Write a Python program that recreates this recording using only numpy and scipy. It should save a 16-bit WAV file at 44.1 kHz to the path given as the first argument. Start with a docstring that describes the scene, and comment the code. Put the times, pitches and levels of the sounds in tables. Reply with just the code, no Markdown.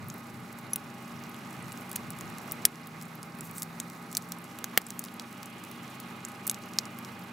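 """Sharp, dry pops snap out of a close log fire as pockets of steam burst in the wood.
Between them embers tick and boiling sap sizzles. Underneath lies the low roar of the flames,
with a soft drone that comes and goes and a faint hum like that of a fan.
The two loudest pops make the recorder's gain control duck the roar, which then creeps back."""
import sys
import numpy as np
from scipy import signal
from scipy.fft import rfft, irfft
from scipy.io import wavfile
from scipy.ndimage import uniform_filter1d

SR = 44100
rng = np.random.default_rng(int(sys.argv[2]) if len(sys.argv) > 2 else 0)


def to_wav(sig):
    """Store sig (one row per channel, or 1-D mono) as 16-bit WAV at the path in sys.argv[1].

    Samples outside -1..1 are clipped; the rate is SR.
    """
    pcm = np.clip(np.atleast_2d(sig), -1, 1) * 32767
    pcm = np.round(pcm).astype(np.int16)
    wavfile.write(sys.argv[1], SR, pcm.T)  # frames by channels


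N = 322812
TIME = np.arange(N) / SR
FREQS = np.fft.rfftfreq(N, 1 / SR)
BURST_SAMPLES = 2048

# Slow rise and fall in the loudness of roar, hiss and ember ticks. Each row: time in seconds, gain in dB.
FIRE_LEVEL = [(0, -1.4), (.7, -1.86), (1.5, 0), (2.6, 1.6), (2.8, 1.5), (3.7, 0.6), (4.6, -1), (5.3, 0),
              (6, -0.26), (7.3, -0.9)]


def pops(spread_db=1.4, middling_db=-12.5, clean_hz=7400, deep_hz=1990):
    """Steam pockets burst, each from its own place in the logs: a sharp snap and a dull wooden knock."""
    # The pops that stand out. Each row: start in seconds, level in dB as if packed into a millisecond,
    # pitch in Hz, width in octaves, broadband click in dB relative to the resonance.
    steam_bursts = [(0.085, -37, 11900, 0.32, -22), (0.101, -33, 6300, 0.27, -15),
                    (0.1417, -41, 12300, .4, -22), (0.1827, -44, 12800, .3, -22),
                    (0.5275, -41, 11100, 0.54, -22), (0.5874, -40, 10500, 0.42, -24),
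                    (0.7338, -19, 10900, 0.14, -32), (0.7595, -20, 12400, 0.45, -13.5),
                    (1.119, -50, 5600, .4, -14), (1.238, -41.5, 6840, 0.67, -22),
                    (1.2966, -44, 11700, .4, -22), (1.345, -41, 3500, .3, -10),
                    (1.3649, -45, 7100, 0.59, -22), (1.507, -44, 8400, .5, -22),
                    (1.5292, -45, 10300, .5, -22), (1.5669, -47, 6000, .6, -22),
                    (1.626, -41, 8800, 0.21, -22), (1.6825, -43, 9700, 0.76, -22),
                    (1.7205, -34.5, 7800, .22, -6), (1.727, -38, 10500, .4, -22),
                    (1.7745, -39.5, 7400, 0.6, -22), (1.8104, -43, 9500, .5, -22),
                    (1.8944, -41, 10000, .5, -22), (1.9155, -29, 10700, 0.43, -7),
                    (1.93, -35, 9100, .33, -6), (1.9587, -24, 11200, 0.15, -9),
                    (1.9615, -20.5, 10300, 0.45, -8), (1.9701, -40, 4800, .5, -22),
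                    (2.105, -30.5, 10000, 0.46, -15), (2.1878, -38, 9200, .5, -22),
                    (2.21, -33, 6300, .22, -7), (2.3006, -43, 10100, 0.54, -22),
                    (2.3842, -35, 7900, .77, -22), (2.4771, -45, 10200, .5, -22),
                    (2.5126, -35, 6700, 0.58, -20), (2.5205, -19, 13900, 0.6, -20),
                    (2.6527, -3.5, 9950, 0.22, -16), (2.654, -9, 9900, 1.2, -17),
                    (2.7568, -40, 6500, .6, -22), (2.872, -32, 14500, 0.47, -8),
                    (3.014, -34.5, 5300, .22, -7.5), (3.0242, -33.5, 9900, 0.81, -29.5),
                    (3.0321, -41, 8400, .7, -22), (3.0539, -43, 7400, 0.22, -18),
                    (3.1541, -36, 13400, .28, -16.5), (3.2302, -31.5, 7400, 0.51, -28),
                    (3.3882, -40, 11100, .4, -22), (3.4086, -28.5, 8870, 0.45, -18),
                    (3.4722, -42, 9600, .6, -22), (3.512, -34.5, 11100, 0.72, -22),
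                    (3.582, -26, 9100, 0.23, -15), (3.598, -35, 10500, .5, -20),
                    (3.6214, -20, 9050, 1, -16), (3.6309, -23, 11700, 0.83, -29),
                    (3.801, -20.5, 7360, 0.28, -16), (3.9, -35.5, 8100, 1.5, -33),
                    (4.1154, -38, 8400, 0.55, -18), (4.128, -31.5, 8320, .49, -9.5),
                    (4.151, -23, 6540, 0.26, -9), (4.17, -15, 8000, 0.61, -12),
                    (4.1765, -22, 10100, .74, -31), (4.2232, -39.5, 7000, 0.6, -22),
                    (4.2884, -42, 12300, 0.59, -22), (4.321, -24.5, 6740, 1.2, -40),
                    (4.3859, -41.5, 9800, 0.42, -22), (4.4418, -40, 8500, 0.54, -22),
                    (4.588, -32, 7500, 0.92, 1), (4.6425, -21.5, 6850, 0.23, -6),
                    (4.7757, -9.5, 2030, 0.76, -13), (4.7762, -7, 14900, 0.45, -7.5),
                    (4.8167, -36, 8300, 0.6, -26), (4.8671, -31, 7560, .43, -19),
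                    (4.8874, -39, 11600, .5, -22), (4.905, -26, 7750, 1.2, -29),
                    (4.993, -20, 10900, 0.67, -16), (5.0174, -42.5, 7400, .5, -22),
                    (5.04, -29, 8500, 1, -30), (5.05, -33.5, 9500, 1.8, -25), (5.0592, -39, 6160, .49, -17),
                    (5.085, -37.5, 3320, 0.47, -19), (5.1407, -40, 11600, 0.43, -20),
                    (5.1973, -27.5, 4500, 0.61, -13.5), (5.2208, -43.5, 6900, .5, -22),
                    (5.3277, -40, 7100, .7, -22), (5.4308, -34, 6300, .41, -9),
                    (5.4583, -35.5, 9000, 0.59, -22.5), (5.6387, -37, 9600, 0.94, -22),
                    (5.65, -42, 8300, .7, -22), (5.7145, -35.5, 14500, 0.23, 0),
                    (5.8322, -45.5, 9500, 0.64, -24), (5.879, -45, 6900, .6, -22),
                    (6.001, -31.5, 12000, 0.9, -12), (6.2503, -26.5, 7600, 0.28, -15),
                    (6.286, -38.5, 10300, 0.55, -22), (6.318, -45, 7400, 0.54, -22),
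                    (6.4686, -24, 11500, 0.79, -25), (6.4702, -23, 12300, 0.76, -25),
                    (6.477, -20, 11600, .42, -13), (6.497, -15.5, 8100, 0.42, -18.5),
                    (6.5133, -24.5, 10800, .42, -10), (6.5446, -32.5, 6500, 0.58, -14),
                    (6.6379, -45, 5700, .5, -22), (6.736, -38.5, 6100, 0.73, -20),
                    (6.7871, -12, 5340, 0.44, -16), (6.855, -36, 6700, 0.56, -20),
                    (6.988, -33.5, 11700, 0.14, -8), (7.0485, -35.5, 4900, 0.58, -13),
                    (7.1935, -44, 12000, .4, -22)]
    out = np.zeros((2, N))
    for start, db, hz, octaves, click_db in steam_bursts:
        pan = amp(spread_db * rng.uniform(-0.8, 1) * np.array([[1], [-1]]))
        noise = rng.standard_normal((2, 6, BURST_SAMPLES))
        # Above middling level, pops break more cleanly: half the tearing time for every 10 dB.
        tear_ms = 1.66 * 2 ** (min(middling_db - db, 0) / 10)
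        # Small, high cavities tear raggedly; below clean_hz the crack grows more even.
        tear_db = max(-2 - 9 * max(np.log2(clean_hz / hz), 0), -6.5)
        snap = fracture(noise[0], db, hz, octaves, click_db, tear_ms, tear_db)
        knock_db = db - 13.5 - 18 * np.log2(hz / deep_hz)  # smaller cavities knock the log less
        knock = fracture(noise[1], knock_db, hz=540, octaves=0.77, click_db=-38, tear_ms=2.4)
        add(out, start, pan * (snap + knock))
    return out


def fracture(noise, db, hz, octaves, click_db, tear_ms, tear_db=2, tail_db=-7, tail_ms=4.45):
    """A clean break and its ragged tearing ring a cavity in the wood; the hearth scatters a short tail."""
    freqs = np.abs(np.fft.fftfreq(BURST_SAMPLES, 1 / SR)) + 1
    ms = np.arange(BURST_SAMPLES) * 1000 / SR
    gain = np.hypot(bell(freqs, hz, octaves), amp(click_db))
    gain *= freqs ** 2 / (freqs ** 2 + (0.1 * hz) ** 2)  # small cavities radiate little bass
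    # Minimum phase: nothing sounds before the break.
    cavity = np.exp(np.conj(signal.hilbert(np.log(gain + 1e-5))))
    snap = unit(signal.unit_impulse(BURST_SAMPLES))
    # Tear and tail each take three rows of noise: centre, left, right.
    tear = np.sqrt(tear_ms) * unit((noise[0] + 0.34 * noise[1:3]) * np.exp(-ms / tear_ms))
    tail = unit((noise[3] + 0.33 * noise[4:6]) * np.exp(-ms / tail_ms))
    crack = snap + amp(tear_db) * tear + amp(tail_db) * tail
    sound = np.fft.ifft(np.fft.fft(crack) * cavity).real
    return amp(db) * unit(sound) / np.sqrt(ms[-1])


def wood_pings():
    """Strong pops leave the wood ringing briefly in a few damped tones."""
    # Wood resonances. Each row: start in seconds, pitch in Hz, opening level in dB, seconds to fall 60 dB.
    wood_modes = [(0.7346, 5950, -23.5, 0.023), (0.7329, 10360, -22, .014), (0.7597, 2720, -32, 0.0065),
                  (0.7595, 3860, -30, 0.005), (2.652, 1810, -22.5, 0.0083), (2.653, 2750, -26, 0.0079),
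                  (2.6542, 3450, -14.5, 0.0062), (2.6526, 5250, -8.5, 0.0052), (3.801, 3730, -29.5, 0.0097),
                  (4.1697, 4500, -19.5, 0.012), (4.6424, 1650, -32, 0.016), (4.7766, 357, -26, 0.014),
                  (4.7766, 775, -27, .02), (4.7766, 1150, -22, 0.019), (4.777, 1660, -23, .014),
                  (4.7762, 2280, -15.5, 0.013), (6.497, 3770, -20, 0.0078), (6.4972, 5800, -22, 0.0097),
                  (6.4972, 9850, -14, 0.009), (6.5448, 4330, -38, .01), (6.7876, 1180, -32, 0.01),
                  (6.7876, 2200, -26, .006)]
    out = np.zeros((2, N))
    t = TIME[:BURST_SAMPLES]
    for start, hz, db, t60 in wood_modes:
        decay = amp(db - 60 * t / t60)
        add(out, start, (decay * np.sin(2 * np.pi * hz * t))[None])
    return out


def embers(count=900, faintest_db=-59.5, spread_db=4.0, pitch_hz=8400, range_octaves=2.05):
    """Tiny fractures tick in the char, each at its own pitch: most are faint, a few stand out."""
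    out = np.zeros((2, N))
    for when, chance, tone, width in rng.random((count, 4)):
        start = when * N / SR
        db = faintest_db + spread_db * min(-np.log(chance), 3) + curve(FIRE_LEVEL, start)
        hz = pitch_hz * 2 ** (range_octaves * (tone - .5))
        noise = rng.standard_normal((6, BURST_SAMPLES))
        tick = fracture(noise, db, hz, octaves=0.36 * (.5 + width), click_db=-20, tear_ms=0.87)
        add(out, start, tick)
    return out


def sap(pitch_hz=11300, whistle_hz=8350, whistle_db=-5, bubbles_per_s=600):
    """Sap boils out of a crack: sprays of tiny bubbles, one for each size; a strong jet also whistles."""
    # Jets of boiling sap. Each row: peak time in seconds, length in seconds, level in dB.
    sap_jets = [(0.124, 0.14, -65), (1.83, 0.32, -64), (3.458, 0.051, -48.5), (3.579, 0.067, -44),
                (3.78, 0.4, -62), (4.17, .14, -63), (4.961, .25, -61)]
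    jet = sum(swell(*row) for row in sap_jets)
    spray = 0
    for bubble_hz in np.geomspace(4000, 15000, 14):
        clicks = rng.standard_normal(N) * (rng.random(N) < bubbles_per_s / SR)
        bubbles = rfft(clicks) * bell(FREQS, bubble_hz, octaves=0.072)
        spray = spray + bubbles * bell(bubble_hz, pitch_hz, octaves=1.0)
    whistle = irfft(rfft(rng.standard_normal(N)) * bell(FREQS, whistle_hz, octaves=0.033), N)
    whistle_gain = amp(whistle_db) * jet / jet.max()
    return jet * (unit(irfft(spray, N)) + whistle_gain * unit(whistle))


def flames(roar_db=-45.5, hiss_db=-58.5, flutter_db=0.87, flicker_db=2.0, top_hz=4000, flap_s=0.18):
    """Turbulent roar and a thin hiss slowly rise and fall; tongues of flame rush and flap on top."""
    # Tone of the roar and of the escaping gas. Each row: frequency in Hz, relative level in dB.
    roar_spectrum = [(25, -17), (50, -16), (80, -16), (110, -15.5), (170, -0.5), (240, -1), (330, -7),
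                     (530, -14.5), (850, -10.5), (1200, -9), (1650, -16), (2200, -14), (3150, -26),
                     (4100, -19.5)]
    hiss_spectrum = [(2500, -37), (4000, -2.5), (5500, 2), (8000, -0.5), (11000, -0.5), (15500, -5)]
    # Surging flames. Each row: peak time in seconds, length in seconds, level in dB, pitch in Hz.
    surges = [(1.5, 2.4, -59, 2680), (2.7, 1.7, -58, 2570), (4.752, 1.1, -60, 2870),
              (5.58, 0.75, -56.5, 2780), (5.946, 0.67, -60, 3570), (6.74, 4, -56.5, 2600)]
    # Low puffs as flames flap loose, about four a second. Each row: peak time in seconds, level in dB.
    puffs = [(.04, -43), (.39, -48), (.62, -51.5), (.88, -52), (1.16, -50.5), (1.41, -52.5), (1.65, -46.5),
             (2.07, -47), (2.28, -45), (2.59, -49), (2.97, -52), (3.22, -52), (3.46, -46.5), (3.68, -54),
             (3.91, -65), (4.19, -59), (4.47, -64), (4.69, -68), (4.95, -55), (5.3, -67), (5.57, -64),
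             (5.8, -57), (6.08, -59), (6.38, -69), (6.63, -56), (6.88, -60), (7.18, -57)]
    rolloff = 1 / np.sqrt(1 + (FREQS / top_hz) ** 12)
    roar = stereo_noise(amp(spectrum(roar_spectrum)) * back_wall() * rolloff)
    hiss = stereo_noise(amp(spectrum(hiss_spectrum)))
    rush = 0
    for peak, length, db, pitch_hz in surges:
        band = bell(FREQS, pitch_hz, octaves=0.27) * back_wall() ** 2
        rush = rush + swell(peak, length, db) * stereo_noise(band)
    flap_level = sum(swell(peak, flap_s, db) for peak, db in puffs)
    flaps = flap_level * stereo_noise(bell(FREQS, centre_hz=132, octaves=0.46))
    roar *= amp(roar_db + flutter_db * wander(rate_hz=30))
    hiss *= amp(hiss_db + flicker_db * wander(rate_hz=67))
    return amp(curve(FIRE_LEVEL, TIME)) * (roar + hiss) + rush + flaps


def back_wall(delay_s=.00243, reflection=.17):
    """The back of the hearth returns the roar a moment later and ripples its spectrum."""
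    return np.abs(1 + reflection * np.exp(-2j * np.pi * FREQS * delay_s))


def drone(pitch_hz=161.2, climb_hz_per_s=9.7, waver_db=0.5, unsteady_hz=1.62):
    """A soft, unsteady low tone comes and goes, climbing a little all the while."""
    # Swells of the drone. Each row: peak time in seconds, length in seconds, level in dB.
    swells = [(3.018, 0.88, -46.5), (3.73, 0.44, -47), (4.251, 0.54, -47.5), (4.918, 0.37, -54)]
    level = sum(swell(*row) for row in swells) * amp(waver_db * wander(rate_hz=11))
    hz = pitch_hz + climb_hz_per_s * (TIME - swells[0][0]) + unsteady_hz * wander(rate_hz=7.6)
    return np.sqrt(2) * level * np.sin(2 * np.pi * np.cumsum(hz) / SR)


def fan_hum(speed_drift=0.002458, waver_db=1.83, waver_step_s=.12):
    """A fan-like hum: its tones drift together with the speed and waver in level one by one."""
    # Tones of the hum. Each row: frequency in Hz, level in dB.
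    tones = [(104, -62.5), (130, -57.5), (183, -57.5), (208, -59), (236, -52.5), (313, -65.5), (366, -70),
             (418, -79), (575, -69.5), (602, -67.5), (654, -70), (786, -70), (810, -61.5), (1098, -64),
             (1152, -76), (1228, -71.5), (1255, -63), (1465, -67)]
    # Slow rise and fall of the whole hum. Each row: time in seconds, gain in dB.
    hum_gain = [(0, 0.5), (2.4, 2.5), (3.5, 0), (5.3, 0.5), (7.3, 1.7)]
    clock = np.cumsum(1 + speed_drift * wander(rate_hz=1.41)) / SR
    steps = np.arange(0, N / SR + 1, waver_step_s)
    out = np.zeros(N)
    for hz, db in tones:
        level = amp(db + waver_db * rng.standard_normal(len(steps)))
        out += np.interp(TIME, steps, level) * np.sin(2 * np.pi * (hz * clock + rng.random()))
    return np.sqrt(2) * out * amp(curve(hum_gain, TIME))


def stereo_noise(gain):
    """Noise shaped by a gain at each of FREQS, partly alike at the two microphones."""
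    # Stereo width of the flames. Each row: frequency in Hz, left-right likeness from 0 to 1.
    likeness = [(30, .55), (60, .6), (100, .78), (160, .95), (350, .95), (550, .76), (1000, .66),
                (1700, .62), (2500, .72), (4500, .6), (9000, .8)]
    # The upper mids lean to the right. Each row: frequency in Hz, left minus right in dB.
    balance = [(60, 1.3), (200, .3), (500, .8), (850, -1), (1100, -4.3), (1700, -7.3), (2500, -5),
               (3400, -1.5), (4200, -2.8), (6000, 0)]
    mid, side = rfft(rng.standard_normal((2, N)))
    alike = spectrum(likeness)
    mid, side = mid * np.sqrt(1 + alike), side * np.sqrt(1 - alike)
    lean = amp(spectrum(balance) / 2)
    channels = np.array([(mid + side) * lean, (mid - side) / lean])
    return unit(irfft(channels * gain, N))


def wander(rate_hz):
    """Smooth random motion of rms 1, with little change faster than the rate."""
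    return unit(irfft(rfft(rng.standard_normal(N)) * np.exp(-(FREQS / rate_hz) ** 2), N))


def swell(peak_s, length_s, db):
    """A smooth bump of level, centred on a moment."""
    return amp(db) * np.exp(-(2 * (TIME - peak_s) / length_s) ** 2)


def bell(hz, centre_hz, octaves):
    """A resonance, bell-shaped on a log-frequency axis."""
    return np.exp(-(np.log2((hz + 1) / centre_hz) / octaves) ** 2 / 2)


def spectrum(points):
    """Values at FREQS, joining the points by straight lines on a log-frequency axis."""
    hz, value = np.transpose(points)
    return np.interp(np.log(FREQS + 1), np.log(hz + 1), value)


def curve(points, seconds):
    """A fader move: straight lines between points in time."""
    return np.interp(seconds, *np.transpose(points))


def add(mix, start_s, sound):
    """Lay a sound into the mix, cut off at the end."""
    part = mix[:, round(start_s * SR):][:, :sound.shape[1]]
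    part += sound[:, :part.shape[1]]


def amp(db):
    """Decibels to amplitude."""
    return 10 ** (np.asarray(db) / 20)


def unit(x):
    """Scale to rms 1."""
    return x / np.sqrt(np.mean(x ** 2) + 1e-20)


def scene():
    """The bed of flames, hum and drone, with the crackle on top."""
    return flames() + fan_hum() + drone() + pops() + wood_pings() + embers() + sap()


def record(dry, threshold_db=-16.5, slope=0.49, recovery_db_per_s=3.5,
           notch_hz=9150, notch_width_hz=330, notch_db=-9, low_cut_hz=85, top_hz=15800):
    """Gain control with a slow recovery, the microphone's treble dip, overload, low cut and band limit."""
    power = uniform_filter1d((dry ** 2).mean(0), size=220)  # 5 ms average
    power_db = 10 * np.log10(np.abs(power) + 1e-12)
    recovery_db = TIME * recovery_db_per_s
    held_db = np.maximum.accumulate(power_db + recovery_db) - recovery_db  # peaks hold and sink slowly
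    over_db = np.maximum(held_db - threshold_db, 0)
    duck_db = signal.lfilter([.002], [1, -.998], slope * over_db)  # 11 ms attack
    dip = amp(notch_db * np.exp(-((FREQS - notch_hz) / notch_width_hz) ** 2))
    heard = irfft(rfft(dry * amp(-duck_db)) * dip, N)
    heard = np.clip(heard, -1, 1)
    heard = signal.sosfilt(signal.butter(2, low_cut_hz, "high", fs=SR, output="sos"), heard)
    band_limit = signal.firwin(255, top_hz, window=("kaiser", 8), fs=SR)
    return signal.oaconvolve(heard, band_limit[None], "same")


dry = scene()
out = record(dry)
to_wav(out)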